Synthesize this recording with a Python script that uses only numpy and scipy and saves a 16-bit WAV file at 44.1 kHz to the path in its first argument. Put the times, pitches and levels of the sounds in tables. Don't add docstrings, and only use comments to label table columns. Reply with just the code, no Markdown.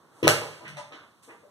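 import sys
import numpy as np
from scipy import signal
from scipy.fft import rfft, irfft, next_fast_len
from scipy.io import wavfile
from scipy.ndimage import uniform_filter1d

SR = 44100
rng = np.random.default_rng(int(sys.argv[2]) if len(sys.argv) > 2 else 0)


def magnitude_from_level(level_db):
    exponent = np.asarray(level_db, float) / 20
    return 10 ** exponent


def to_wav(s):
    ch = np.atleast_2d(s).T
    pcm = np.round(np.clip(ch, -1, 1) * 32767)
    wavfile.write(sys.argv[1], SR, pcm.astype(np.int16))


N = 66150
SIZE = next_fast_len(N + SR)
HZ = np.maximum(np.arange(SIZE // 2 + 1) * SR / SIZE, 1)
SPACING_M, SOUND_SPEED_M_S = 0.11, 343


def at_hz(points, hz):
    point_hz, value = np.array(points).T
    return np.interp(np.log(hz), np.log(point_hz), value)


def shape(x, response):
    return irfft(rfft(x, SIZE) * response, SIZE)[..., :N]


def late(delay_s):
    return np.exp(-2j * np.pi * HZ * delay_s)


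def decay(start, t60, rise=0.00043):
    t = np.arange(N) / SR - start
    return np.clip(t / rise, 0, 1) * magnitude_from_level(-60 * np.maximum(t - rise, 0) / t60)


def capsules(mid, side):
    alike = np.sinc(2 * HZ * SPACING_M / SOUND_SPEED_M_S)
    mid = shape(mid, np.sqrt((1 + alike) / 2))
    side = shape(side, np.sqrt((1 - alike) / 2))
    return np.array([mid + side, mid - side])


def hiss(spectrum):
    x = shape(capsules(*rng.standard_normal((2, N))), magnitude_from_level(at_hz(spectrum, HZ)))
    return x / x.std()


def noise_grains():
    grains_per_s, spread_db = 6000, 2.0
    hits = rng.random(N) < grains_per_s / SR
    strength = magnitude_from_level(spread_db * np.minimum(rng.exponential(1, N), 3))
    return rng.standard_normal(N) * 0.58 + hits * strength * rng.choice([-1, 1], N)


# (time [s], level [dB], band top [Hz],
# band bottom [Hz], rise [s], die-away t60 [s], drive into the board modes [dB])
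CONTACTS = [(0.2272, -11.5, 433, 250, 0.0004, 0.09, -22.5), (.2287, -20.5, 4900, 1500, .002, 0.19, -55),
            (.2289, -16, 13000, 3200, 0.0015, 0.014, -54), (.2478, -12, 410, 268, 0.00072, 0.027, -26),
            (.232, -28, 248, 58, 0.0072, 0.024, -17.5), (.2712, -0.5, 807, 466, 0.00059, 0.0091, -11.5),
            (.275, -39, 190, 80, 0.0019, 0.023, -26), (.2722, -8.5, 8000, 1200, 0.001, 0.033, -14.5),
            (.415, -29, 890, 89, 0.0032, 0.03, -34), (0.68, -27, 12400, 1200, 0.00023, 0.042, -73),
            (.605, -44.5, 1270, 150, 0.0037, 0.5, -52), (.645, -35, 2830, 960, 0.013, 0.14, -59),
            (0.633, -47, 193, 123, .02, 0.45, -47), (0.769, -31, 8400, 1430, 0.00027, 0.15, -73),
            (.765, -42.5, 980, 532, 0.011, 0.14, -45), (0.75, -43.5, 830, 590, 0.025, 0.036, -59),
            (.902, -39, 1000, 200, 0.023, 0.14, -51.5), (.922, -35, 4460, 1000, 0.00029, 0.16, -56),
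            (0.77, -32, 11000, 3400, 0.00024, .03, -70), (.965, -42, 1580, 1010, 0.01, 0.087, -71.5),
            (1.273, -42.5, 540, 205, 0.0021, 0.28, -54.5), (1.278, -42, 1290, 740, 0.0084, 0.16, -57.5),
            (1.283, -43.5, 2265, 700, 0.015, 0.13, -69), (1.415, -45, 640, 380, 0.021, 0.17, -64.5)]
# (frequency [Hz], relative level [dB])
BOARD_MODES = [(84, -20), (112, -7.5), (151.7, -8), (277, -20.5), (345, -4), (430, -8.5), (500, -3.5),
               (612, 5.5), (690, -6), (797, -1.5), (860, 2), (990, 6.5), (1230, 7), (1510, -9.5)]


def blows():
    first_touch_db = 13
    ring_cycles = 26.0
    out, grains = np.zeros(N), noise_grains()
    strengths_db = rng.normal(0, 2.5, (len(CONTACTS), len(BOARD_MODES)))
    pushes = np.zeros((len(CONTACTS), N))
    for k, (start, db, top_hz, low_hz, rise, t60, ring_db) in enumerate(CONTACTS):
        band = signal.butter(2, [low_hz, top_hz], "band", fs=SR, output="sos")
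        envelope = decay(start, t60, rise)
        touch = grains * envelope + 1e-18
        touch[int((start + rise) * SR)] = magnitude_from_level(first_touch_db) * (rise < .003)
        spray = signal.sosfilt(band, touch)
        spray = spray * np.sqrt(np.sum(envelope ** 2) / np.sum(spray ** 2))
        out += magnitude_from_level(db) * spray
        pushes[k] = magnitude_from_level(ring_db) * spray
    for (hz, db), extra_db in zip(BOARD_MODES, strengths_db.T):
        radius = magnitude_from_level(-60 * hz / (ring_cycles * SR))
        angle = 2 * np.pi * hz / SR
        resonator = [1, -2 * radius * np.cos(angle), radius ** 2]
        push = magnitude_from_level(db + extra_db) @ pushes
        out += signal.lfilter([0, .05 * np.sin(angle)], resonator, push)
    return out


# (time [s], level before evening [dB])
SWIVEL_CRACKS = [(0.2787, 16.5), (0.2791, 19)]


def swivel():
    burst_t60_s, low_hz = 0.0015, 1270
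    bursts = sum(magnitude_from_level(db) * decay(start, burst_t60_s, rise=.0001) for start, db in SWIVEL_CRACKS)
    noise = rng.standard_normal(N) * bursts
    size = np.abs(rfft(noise, SIZE))
    even = shape(noise, np.sqrt(np.mean(size ** 2)) / (size + .15 * size.mean()))
    even = even * decay(SWIVEL_CRACKS[0][0] - .0004, .02)
    return signal.sosfilt(signal.butter(2, low_hz, "high", fs=SR, output="sos"), even + 1e-18)


# (time [s], rise [s], bright hiss level [dB], dull rub level [dB], die-away t60 [s])
BRUSHES = [(-.1, 0.15, -91, -64.5, 2.6), (0.099, 0.12, -59.5, -62.5, 0.11),
           (0.999, 0.04, -74.5, -61.5, 0.47), (1.222, 0.012, -55, -77, 0.59)]
# (frequency [Hz], relative level [dB])
BRIGHT_COLOUR = [(1500, -31), (3000, -24.5), (5500, -18.5), (8500, -11.5), (12000, -18), (15500, -27)]
# (frequency [Hz], relative level [dB])
DULL_COLOUR = [(60, -18), (120, 5.5), (400, 3.5), (1100, -5), (2000, -20), (5000, -38)]


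def scuffs():
    bright, dull = hiss(BRIGHT_COLOUR), hiss(DULL_COLOUR)
    return sum(decay(start, t60, rise) * (magnitude_from_level(bright_db) * bright + magnitude_from_level(dull_db) * dull)
               for start, rise, bright_db, dull_db, t60 in BRUSHES)


# (delay [s], level [dB])
EARLY_ECHOES = [(.0103, -11), (.0215, -12), (.029, -15)]


def early_echoes(x):
    low_hz = 900
    offsets_s = rng.uniform(-1, 1, len(EARLY_ECHOES)) * SPACING_M / (2 * SOUND_SPEED_M_S)
    responses = [sum(magnitude_from_level(db) * late(delay + sign * offset)
                     for (delay, db), offset in zip(EARLY_ECHOES, offsets_s)) for sign in (1, -1)]
    return shape(x, np.array(responses) * HZ / (HZ - 1j * low_hz))


# (frequency [Hz], t60 [s])
EARLY_DECAY = [(60, 0.29), (150, 0.51), (400, 0.29), (1000, 0.35), (3000, 0.38), (7000, 0.33), (14000, 0.3)]
# (frequency [Hz], relative level [dB])
TAIL_COLOUR = [(60, -2), (300, 0.5), (700, -1.5), (1500, 1), (4000, 1), (9000, 2.5), (15000, -5.5)]


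def room_tail(x):
    room_db, rise_s, gap_s = 2.5, 0.0067, 0.0019
    late_db, late_times = -14, 2.46
    peak_limit_db = 1.5
    edges = 40 * 2 ** np.arange(0, 9.1, .5)
    tails = np.zeros((2, 2, N))
    white = rng.standard_normal((2, 2, 2, N))
    for k, (low, high) in enumerate(zip(edges, edges[1:])):
        sos = signal.butter(2, [low, high], "band", fs=SR, output="sos")
        band = signal.sosfilt(sos, white[k % 2])
        t60 = at_hz(EARLY_DECAY, np.sqrt(low * high))
        tails[0] += band[0] * decay(gap_s, t60, rise_s)
        tails[1] += band[1] * magnitude_from_level(late_db) * decay(gap_s, late_times * t60, rise_s)
    response = rfft(tails, SIZE)
    usual = np.sqrt(uniform_filter1d(np.abs(response) ** 2, size=600))
    response = response * np.minimum(1, magnitude_from_level(peak_limit_db) * usual / np.abs(response))
    response = response * magnitude_from_level(at_hz(TAIL_COLOUR, HZ))
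    tail = irfft(response.sum(axis=0), SIZE)[:, :N]
    tail = tail / np.sqrt(np.sum(tail ** 2, axis=1, keepdims=True))
    return magnitude_from_level(room_db) * capsules(*shape(x, rfft(tail, SIZE)))


def garage(x):
    return room_tail(x) + early_echoes(x)


# (frequency [Hz], relative level per Hz [dB])
AIR_COLOUR = [(45, -28), (80, 4.5), (150, 3), (400, -10.5), (700, -18.5), (1100, -10.5), (2000, -32.5),
              (4000, -23), (9000, -21), (15500, -23.5)]


def room_tone():
    return magnitude_from_level(-62) * hiss(AIR_COLOUR)


def scene():
    crack_aim_db = 9.5
    arrival_lag_s = 0.00021
    bag, crack = blows(), swivel()
    arrivals = np.array([late(0), late(arrival_lag_s)])
    direct = shape(bag + magnitude_from_level(crack_aim_db) * crack, arrivals)
    return 0.12 * (direct + garage(bag + crack)) + scuffs() + room_tone()


def low_pass(x):
    return signal.sosfilt(signal.butter(12, 16230, fs=SR, output="sos"), x)


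# (frequency [Hz], level [dB])
MIC_COLOUR = [(35, -35.5), (60, -7), (120, 2.5), (300, 3.5), (800, 3), (2000, 12), (5000, -0.5), (9000, -2),
              (12000, -4.5), (15000, -9)]


def record(dry):
    steer_lag_s, steer_share, steer_top_hz = 0.0004076, 0.76, 7940
    left_db, clip_level, cutoff_hz = -1.5, 0.82, 15200
    opposite = shape(dry[::-1], late(steer_lag_s) / np.hypot(1, HZ / steer_top_hz))
    steered = dry - steer_share * opposite
    coloured = shape(steered, magnitude_from_level(at_hz(MIC_COLOUR, HZ))) * magnitude_from_level([[left_db], [0]])
    clipped = np.clip(coloured, -clip_level, clip_level)
    mix = signal.sosfilt(signal.butter(10, cutoff_hz, fs=SR, output="sos"), clipped)
    return low_pass(mix)


dry = scene()
out = record(dry)
to_wav(out)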